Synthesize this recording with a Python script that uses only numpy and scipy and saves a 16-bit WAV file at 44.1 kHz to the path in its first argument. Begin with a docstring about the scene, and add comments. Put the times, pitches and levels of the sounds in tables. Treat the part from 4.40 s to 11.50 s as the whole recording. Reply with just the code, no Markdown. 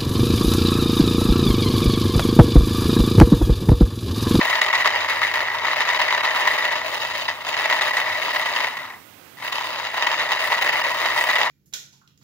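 """Two loose plastic gears, spun by a small battery motor on a wooden block over a bench, close to the microphone.
Tooth contacts and blows, as noise and clicks, ring the resonances of the block; their sharp edges are treble noise.
The power drops out once: the gears coast to a stop, stand still and start again.
Behind them lie a low rumble of the surroundings, shaped noise, and a wavering low hum, a gliding sine.
The microphone has two ports, left and right; the right one adds hiss."""
import sys
import numpy as np
from scipy import signal
from scipy.fft import rfft, irfft, next_fast_len
from scipy.io import wavfile
from scipy.ndimage import minimum_filter1d

SR = 44100
rng = np.random.default_rng(int(sys.argv[2]) if len(sys.argv) > 2 else 0)


def store_pcm(level_fs):
    """Save levels as 16-bit WAV."""
    pcm = np.round(np.clip(level_fs, -1, 1) * 32767).astype(np.int16)
    wavfile.write(sys.argv[1], SR, np.atleast_2d(pcm).T)


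N = 313110   # samples

CHATTER_DB = 20   # raises the chatter that shakes the block
THUD_TO_HZ, RING_FROM_HZ, BRIGHT_FROM_HZ, TICK_FROM_HZ = 700, 1700, 2400, 4200   # which modes follow which colour

# Running gears, one list before the stop and one after:
# t/s, relative chatter level/dB, ring of the block against it level/dB, treble against it level/dB
RUNNING = [
    [(0.0, -27, 3.5, -4.5), (0.4, -26.5, 3, -5.5), (0.9, -28.5, 5.5, -5), (1.15, -30, 1, -9),
     (1.38, -27, 4.5, -3.5), (2.0, -26, 2.5, -6.5), (2.34, -28.5, 4.5, -4), (2.47, -33.5, 0.5, -4),
     (2.6, -30.5, -0.5, -2), (2.9, -34.5, 1, -1.5), (2.98, -37.5, -0.5, -6.5), (3.1, -30, -1.5, -3),
     (3.2, -27, 2, -4.5), (3.45, -26, 3, -4.5), (3.75, -31.5, 3.5, -5), (3.85, -28.5, 2.5, -3.5),
     (4.2, -29, 3, -3.5), (4.45, -37.5, 1.5, -9), (4.54, -39.5, -1, -20), (4.62, -57, -1, -12)],
    [(4.97, -50.5, 3, -4), (5.05, -30.5, 0.5, -4.5), (5.15, -31.5, 0, -2.5), (5.4, -30.5, -0.5, -3.5),
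     (5.51, -34, 2, -4), (5.58, -28, 0.5, -6.5), (5.7, -27.5, 2, -4), (6.1, -28, 3, -4.5),
     (6.3, -25, 2, -6), (6.55, -27.5, 1.5, -5), (6.9, -26, 2, -5.5), (7.1, -23.5, 2.5, -6.5)],
]
# Pace of the mesh: t/s, f/Hz (teeth per second)
TOOTH_PACE = [(0, 168), (1.5, 157), (2.5, 196), (3, 143), (3.5, 188), (4.2, 153), (4.6, 55.6), (4.97, 53),
              (5.15, 148), (5.45, 152), (5.8, 177), (7.1, 169)]


def gears():
    """Meshing teeth chatter and strike; one play of contacts rings the block and gives off sharp edges."""
    running = slack()
    stop_s, restart_s = RUNNING[0][-1][0], RUNNING[1][0][0]
    running[int(stop_s * SR):int(restart_s * SR)] = 0   # the gears stand still
    chatter_db, ring_db, treble_db = in_time(RUNNING[0] + RUNNING[1])
    pace, = in_time(TOOTH_PACE)
    struck = knocks(running * from_db(chatter_db), treble_db, pace)
    grain = contacts(pace)
    wander = [from_db(MODE_FLUTTER_DB * drift(30.0)) for _ in range(5)]   # the point of contact moves over the teeth

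    s, knock_db, knock_treble_db = struck
    at = (s * SR).astype(int)
    # each blow lands differently
    ring_chance_db, fizz_chance_db = KNOCK_COLOUR_SPREAD_DB * np.clip(rng.standard_normal((2, len(s))), -2, 2)
    knock_ring_db = KNOCK_RING_DB + ring_db[at] + ring_chance_db
    knock_fizz_db = KNOCK_FIZZ_DB + knock_treble_db + fizz_chance_db

    block = wooden_block(grain, wander, running, (chatter_db, ring_db, treble_db), pace, struck, knock_ring_db)
    return block + sharp_edges(grain, wander, running, chatter_db, treble_db, s, knock_db + knock_fizz_db)


KNOCK_RING_DB, KNOCK_BRIGHT_DB, KNOCK_FIZZ_DB, BLOW_THUD_DB = -4.5, -5, -22.5, -21   # colour of a blow
THUD_DB, RING_DB, BRIGHT_DB, TICK_DB = -8.5, -5, -5.5, -2.5   # colour of the chatter
THUD_FOLLOWS, TICK_FOLLOWS = 0.59, 1.52   # dB per dB of treble
FULL_PACE, THUD_DB_PER_HALVING = 176, 7   # teeth per s; slow teeth thud less
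MODE_SPREAD_DB, MODE_FLUTTER_DB = 3.5, 1.7
BLOW_DB, BLOW_SPREAD_DB, REBOUND_DB = 17, -0.5, 9
RADIATES_FROM_HZ, CONTACT_CUT_HZ = 235, 6570

# Resonances of block and gears, rung at 65 Hz width or more:
# f/Hz, width f/Hz, left level/dB, right level/dB, right lag t/ms, left-right likeness 0-1
BLOCK_MODES = [(398, 73, -12.5, -15.5, 0.67, 0.3), (531, 105, -3, -15, 0.99, 0.85),
               (624.6, 58, 6, -1.5, 0.11, 0.95), (875, 134, -15.5, -12, 0.072, 0.8),
               (970.4, 119, -5.5, -8, 0.16, 1), (1070, 200, -15.5, -15, 0.035, 1),
               (1203, 300, -13, -15, 0.036, 1), (1656, 170, -17, -18, 0.089, 0.94),
               (1784, 56, -6.5, -6, 0.046, 0.84), (1915, 92, -4, -3, 0.054, 0.82),
               (1952, 85, -0.5, -0.5, 0.064, .95), (2174, 87, -2.5, -18.5, 0.099, 0),
               (2595, 27, 1, 1.5, 0.223, 0.46), (2852, 21, 0, 4, 0.175, 0.57),
               (3103, 126, -7.5, -6, 0.026, 0.9), (3625, 152, -4, -4.5, 0.094, 0.6),
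               (3882, 177, -5, -6, 0.0645, 1), (4500, 250, -9, -15.5, 0.085, 0.3),
               (4885, 230, -9, -12.5, 0.097, 0.3), (5350, 460, -17.5, -30, 0, 0.25),
               (6686, 280, -14, -11.5, 0.035, 0.83)]


def wooden_block(grain, wander, running, curves_db, pace, struck, knock_ring_db):
    """Chatter, blows and rebounds drive every resonance of the block, each with chance of its own."""
    chatter_db, ring_db, treble_db = curves_db
    s, knock_db, knock_treble_db = struck
    out = np.zeros((2, N))
    for k, (hz, width, left_db, right_db, lag_ms, likeness) in enumerate(BLOCK_MODES):
        blow_colour_db, colour_db = 0, 0
        if hz < THUD_TO_HZ:
            blow_colour_db = BLOW_THUD_DB
            pace_db = THUD_DB_PER_HALVING * np.log2(pace / FULL_PACE)
            colour_db = THUD_DB + THUD_FOLLOWS * treble_db + pace_db
        elif RING_FROM_HZ < hz < BRIGHT_FROM_HZ:
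            blow_colour_db = knock_ring_db
            colour_db = RING_DB + ring_db
        elif hz > BRIGHT_FROM_HZ:
            blow_colour_db = KNOCK_BRIGHT_DB + knock_treble_db
            colour_db = BRIGHT_DB + treble_db
            if hz > TICK_FROM_HZ:
                colour_db = TICK_DB + TICK_FOLLOWS * treble_db

        click, rebound = blows(s, knock_db + blow_colour_db)
        chatter = running * from_db(chatter_db + CHATTER_DB + colour_db)
        shaking = grain * wander[k % 5] * (chatter + from_db(REBOUND_DB) * rebound)
        shared, own = rng.standard_normal((2, N))
        sign = np.sign(shared)
        blow = click * sign * from_db(BLOW_DB + BLOW_SPREAD_DB * own)
        uneven = sign * from_db(MODE_SPREAD_DB * own) * shaking

        damped = max(width, 65)
        both = resonance(np.sqrt((1 + likeness) / 2) * uneven + blow, hz, damped)
        apart = resonance(np.sqrt((1 - likeness) / 2) * np.roll(own, 1) * shaking, hz, damped)
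        out[0] += from_db(left_db) * (both + apart)
        out[1] += from_db(right_db) * late(both - apart, lag_ms)
    # a small block radiates no bass, and plastic teeth are too soft to ring high modes
    out = signal.sosfilt(signal.butter(3, RADIATES_FROM_HZ, "high", fs=SR, output="sos"), out)
    return signal.sosfilt(signal.butter(6, CONTACT_CUT_HZ, fs=SR, output="sos"), out)


FIZZ_DB, BLOW_FIZZ_DB, FIZZ_FLICKER_DB = -15, -10.5, 3   # the treble flickers
FIZZ_FOLLOWS, FIZZ_FEELS_SLACK = 1.39, 1.8   # dB per dB of treble; power of the slack gain

# Colour of the sharp edges at the two ports: f/Hz, left level/dB, right level/dB
EDGE_COLOUR = [(7000, -22, 4.5), (8200, 3.5, 3), (11400, -1, 4.5), (14050, 3.5, 5), (16300, -1, 15)]


def sharp_edges(grain, wander, running, chatter_db, treble_db, s, fizz_blow_db):
    """The sharp edge of every contact: noise bursts too short to ring, unlike at the two ports."""
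    rebound = blows(s, fizz_blow_db)[1]
    fizz_db = chatter_db + FIZZ_DB + FIZZ_FOLLOWS * treble_db + FIZZ_FLICKER_DB * drift(3.8)
    fizz = running ** FIZZ_FEELS_SLACK * from_db(fizz_db)
    strength = grain * (fizz + from_db(BLOW_FIZZ_DB) * rebound)
    out = np.zeros((2, N))
    for k, band in enumerate([(6800, 9500), (9500, 12500), (12500, 17000)]):   # Hz
        noise = strength * wander[k] * rng.standard_normal((2, N))
        edge = signal.sosfilt(signal.butter(2, band, "band", fs=SR, output="sos"), noise)
        out += [coloured(edge[0], EDGE_COLOUR, axis=1), coloured(edge[1], EDGE_COLOUR, axis=2)]
    return out


CONTACTS_PER_S, CONTACT_SPREAD_DB = 1300, 2.3
TOOTH_DB, TOOTH_JITTER, FLUTTER_DB = 3.2, 0.22, 0.8   # swing per tooth, timing spread in teeth, chance swing


def contacts(teeth_per_s):
    """Strength of the small contacts: random moments, uneven sizes, bunched as each tooth passes; rms 1."""
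    sizes = from_db(CONTACT_SPREAD_DB * np.minimum(rng.exponential(1, N), 5))
    touching = sizes * (rng.random(N) < CONTACTS_PER_S / SR)
    teeth_passed = np.cumsum(teeth_per_s) / SR + TOOTH_JITTER * drift(37.3)
    tooth = np.cos(2 * np.pi * teeth_passed)
    steady_rub = 0.24
    return rms_one((touching + steady_rub) * from_db(TOOTH_DB * tooth + FLUTTER_DB * drift(110)))


SLACK_MS, TAKE_UP_DB, TAKE_UP_S = 13.4, 2.5, 0.031   # width of a dip; surge and its decay

# The mesh goes slack about once a turn: t/s, depth level/dB (zero or above: no dip)
SLACK_MOMENTS = [(0.092, -3), (0.208, -8.5), (0.324, -6), (0.44, -4), (0.552, 0), (0.674, -7), (0.807, -8),
                 (0.93, -7), (1.06, -3), (1.228, -3), (1.353, -6.5), (1.471, -2), (1.586, -4.5),
                 (1.7, -5.5), (1.823, -11), (1.94, -6), (2.06, 3), (2.174, -6.5), (2.302, -9), (2.43, -5),
                 (2.592, -9), (2.734, -7), (2.872, -9), (3.035, -11), (3.165, -5), (3.285, -7),
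                 (3.405, -10.5), (3.524, -12), (3.66, 5), (3.809, -4), (3.926, -7), (4.046, -6),
                 (4.148, -0.5), (4.269, 11), (4.409, -1), (5.112, -9), (5.232, -6), (5.367, -7),
                 (5.53, -3.5), (5.664, -4), (5.773, -4.5), (5.882, -7), (5.985, -5), (6.095, -6),
                 (6.205, -8), (6.317, -9), (6.429, -9), (6.533, -5), (6.65, -2.5), (6.757, -3),
                 (6.862, -3.5), (6.979, -6), (7.09, -12)]


def slack():
    """Chatter gain: smooth dips as the teeth lose touch, each moment with a surge as they take up the play."""
    t = np.arange(N) / SR
    s, depth_db = np.transpose(SLACK_MOMENTS)
    nearest = np.searchsorted((s[1:] + s[:-1]) / 2, t)
    since = t - s[np.maximum(np.searchsorted(s, t) - 1, 0)]
    half_width_s = SLACK_MS / 2000
    dip_db = np.minimum(depth_db, 0)[nearest] * np.exp(-((t - s[nearest]) / half_width_s) ** 2)
    return from_db(dip_db + TAKE_UP_DB * np.exp(-np.abs(since) / TAKE_UP_S))


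TIMED_DB = -11.5   # added to the level of every timed blow
LIGHT_DB, LIGHT_SPREAD_DB, KNOCK_COLOUR_SPREAD_DB = 3.5, 3.5, 3.5   # chance blows against the chatter
TEETH_PER_KNOCK, KNOCK_JITTER = 2.5, 0.25   # one chance blow every few teeth, off by a share of the spacing

# Timed tooth blows, from hard ones to some too faint to hear:
# t/s, relative level/dB, treble against the body level/dB
TIMED_BLOWS = [(0.014, 0.5, -6), (0.044, -31, -5), (0.096, -7, 2), (0.129, -1, -7), (0.153, 0, -4),
               (0.187, -25, -8), (0.215, 1, -2), (0.244, -3, -7), (0.285, 0.5, -10), (0.329, -1, -5),
               (0.355, -7, -3), (0.458, -1, -7), (0.473, -1, -1), (0.505, -15, 0), (0.56, -10, -7),
               (0.605, -23, -5), (0.69, -23, -5), (0.718, -6, -8), (0.817, -1, -11), (0.833, -2, -8),
               (0.939, -4, -5), (0.976, -1, -11), (1.006, -3.5, -5), (1.075, -11, -6), (1.152, -11, -1),
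               (1.269, -6.5, -3), (1.361, -7, -5), (1.386, -12, -10), (1.401, -10, -5), (1.416, -7, -5),
               (1.477, -4, -10), (1.507, -10, -5), (1.55, -9, 0), (1.595, -4, -5), (1.618, 0, 0),
               (1.68, -7, -8), (1.706, -2.5, -7), (1.743, -10, -3), (1.865, -15, -5), (1.907, -9, -10),
               (1.961, -1, -7), (2.007, -7, -3), (2.075, -0.5, -4), (2.144, -5, -2), (2.252, -8, -3),
               (2.308, -8, -5), (2.357, -11, -4), (2.649, -2.5, -5), (2.752, -8, 2), (2.812, -11, -1),
               (2.885, -6, -4), (3.044, -21, -12), (3.121, -30, -7), (3.176, -7, -5), (3.207, -11, -11),
               (3.253, -3.5, -7), (3.326, 2.5, -8), (3.353, -9, -5), (3.412, -3, -5), (3.569, -1.5, -1),
               (3.82, -7, -5), (3.962, -0.5, -8), (3.994, -9, -13), (4.061, -11, -5), (4.164, -3, -2),
               (4.178, -8, -3), (4.243, -4, -4), (4.371, -8, -8), (4.459, -18, 2), (4.504, -19, -5),
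               (4.529, -30, -7), (4.982, -34, -9), (5.049, -14, -5), (5.124, -6, 1), (5.154, -15, -7),
               (5.182, -8, -1), (5.254, -15, -5), (5.328, -13, -2), (5.4, -8, -12), (5.462, -12, -5),
               (5.542, -7, -11), (5.575, -11, -5), (5.625, -5, 3), (5.669, -1, -2), (5.725, -15, 0),
               (5.801, -9, -5), (5.868, -8, -13), (5.992, -7, -8), (6.118, -9, -5), (6.214, -9, -1),
               (6.223, -2, 1), (6.268, -8, -7), (6.319, -11, -5), (6.436, -17, -9), (6.562, -8, -7),
               (6.658, -4, -3), (6.784, -0.5, -10), (6.9, 2, -4), (6.932, -1, -7), (6.963, -1, -5),
               (6.987, -5, -5), (7.039, -22, -8)]


def knocks(strength, treble_db, pace):
    """Time, level and treble of all tooth blows: the timed ones, and chance ones that follow pace and chatter."""
    timed_s, timed_db, timed_treble_db = np.transpose(TIMED_BLOWS)
    turn = np.cumsum(pace) / SR / TEETH_PER_KNOCK
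    slip, size, shine = np.clip(rng.standard_normal((int(turn[-1]) - 1, 3)), -2, 2).T
    at = np.searchsorted(turn, np.arange(len(slip)) + 1 + KNOCK_JITTER * slip)
    weakest = minimum_filter1d(strength, size=SR // 100)[at]   # least chatter within 10 ms
    light_db = 20 * np.log10(weakest + 1e-9) + LIGHT_DB + LIGHT_SPREAD_DB * size
    light_treble_db = treble_db[at] + KNOCK_COLOUR_SPREAD_DB * shine
    all_s = np.r_[at / SR, timed_s]
    return all_s, np.r_[light_db, timed_db + TIMED_DB], np.r_[light_treble_db, timed_treble_db]


BLOW_SCATTER_MS, REBOUND_S = 1.0, 0.0028


def blows(s, level_db):
    """One click per blow, and the strength of the contacts that swell up to it and die away after it."""
    scatter = rng.normal(0, BLOW_SCATTER_MS / 1000, len(s))   # drawn anew for every mode
    clicks, swell = np.zeros((2, N))
    clicks[((s + scatter) * SR).astype(int)] = from_db(level_db)
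    swell[((s - REBOUND_S) * SR).astype(int)] = from_db(level_db)
    fade = np.exp(-1 / (REBOUND_S * SR))
    rebound = np.e * (1 - fade) * signal.lfilter([1], [1, -2 * fade, fade ** 2], swell)
    return clicks, rebound


HUM_WAVER_DB = 1.5

# A low hum: t/s, f/Hz, rms level/dB before the waver
LOW_HUM = [(0, 85, -56), (.3, 89.4, -57), (1.2, 88, -57), (1.5, 88.8, -62), (2.4, 86, -64), (3, 85.3, -64),
           (3.2, 88, -75), (3.55, 96.3, -85), (3.72, 97.6, -53), (3.9, 97, -85), (6.5, 98, -73),
           (6.75, 97.5, -58), (7.1, 98, -64)]


def hum():
    """A sine that glides in pitch and level, wavering, the same at both ports."""
    hz, hum_db = in_time(LOW_HUM)
    amplitude = np.sqrt(2) * from_db(hum_db + HUM_WAVER_DB * drift(11.0))
    return amplitude * np.sin(2 * np.pi * np.cumsum(hz) / SR)


RUMBLE_DB, RUMBLE_LIKENESS, RUMBLE_FOLLOWS = -54, 0.78, 0.16   # level; left-right; dB per dB of chatter

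# Colour of the rumble: f/Hz, relative level/dB
RUMBLE_COLOUR = [(30, -40), (60, -10), (85, 0), (120, 1), (130, -1.5), (139, 6.5), (150, -3.5), (300, -0.5),
                 (500, -17), (1500, -11), (4000, -36), (6000, -41)]


def rumble():
    """Low rumble of the surroundings: shaped noise, much alike at both ports."""
    mid, side = (rms_one(coloured(rng.standard_normal(N), RUMBLE_COLOUR)) for _ in range(2))
    alike, unlike = np.sqrt((1 + RUMBLE_LIKENESS) / 2), np.sqrt((1 - RUMBLE_LIKENESS) / 2)
    ports = alike * mid + unlike * side * [[1], [-1]]
    chatter_db = in_time(RUNNING[0] + RUNNING[1])[0]   # the running gears shake the bench a little
    return from_db(RUMBLE_DB + RUMBLE_FOLLOWS * (chatter_db - chatter_db.mean())) * ports


HISS_DB = -43

# Colour of the hiss of the right port: f/Hz, relative level/dB
HISS_COLOUR = [(80, -52), (150, -10.5), (400, -10), (2400, -12.5), (4000, -18.5), (7000, -23),
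               (11000, -23.5), (15800, -16.5)]


def right_port_hiss():
    """Steady shaped noise of the right microphone port alone."""
    return from_db(HISS_DB) * rms_one(coloured(rng.standard_normal(N), HISS_COLOUR)) * [[0], [1]]


def from_db(db):
    """Gain of a level in dB."""
    return 10 ** (np.asarray(db) / 20)


def rms_one(x):
    """Scaled to rms 1."""
    return x / np.sqrt(np.mean(x ** 2) + 1e-20)


def in_time(rows):
    """Columns of a curve table, one value a sample."""
    s, *columns = np.transpose(rows)
    return [np.interp(np.arange(N) / SR, s, c) for c in columns]


def coloured(x, points, axis=1):
    """Shapes x by one dB column of a table over log frequency."""
    size, table = next_fast_len(N), np.array(points)
    hz = np.maximum(np.fft.rfftfreq(size, 1 / SR), 1)
    gain = from_db(np.interp(np.log(hz), np.log(table[:, 0]), table[:, axis]))
    return irfft(rfft(x, size) * gain, size)[:N]


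def drift(rate):
    """Slow chance: noise twice through a one-pole low-pass at rate in Hz; spread 1."""
    r = np.exp(-2 * np.pi * rate / SR)
    settled = signal.lfilter([1], [1, -2 * r, r * r], rng.standard_normal(N + SR))[SR:]
    return rms_one(settled)


def resonance(x, hz, width):
    """Two-pole ring scaled so that white noise keeps a fixed density on its top."""
    r = np.exp(-np.pi * width / SR)
    poles = [1, -2 * r * np.cos(2 * np.pi * hz / SR), r * r]
    return signal.lfilter([(1 - r * r) / 2, 0, (r * r - 1) / 2], poles, x)


def late(x, ms):
    """x delayed by a fraction of a millisecond."""
    return np.interp(np.arange(N) - ms * SR / 1000, np.arange(N), x)


def scene():
    """Gears close by, over the hum and the rumble of the surroundings."""
    return gears() + hum() + rumble()


CUTOFF_HZ = 15950   # 60 dB down from here up


def record(dry):
    """The right port adds its hiss, peaks are rounded, the top is cut."""
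    rounded = 0.92 * np.tanh((dry + right_port_hiss()) / 0.86)
    return signal.sosfilt(signal.cheby2(24, 60, CUTOFF_HZ, fs=SR, output="sos"), rounded)


dry = scene()
out = record(dry)
store_pcm(out)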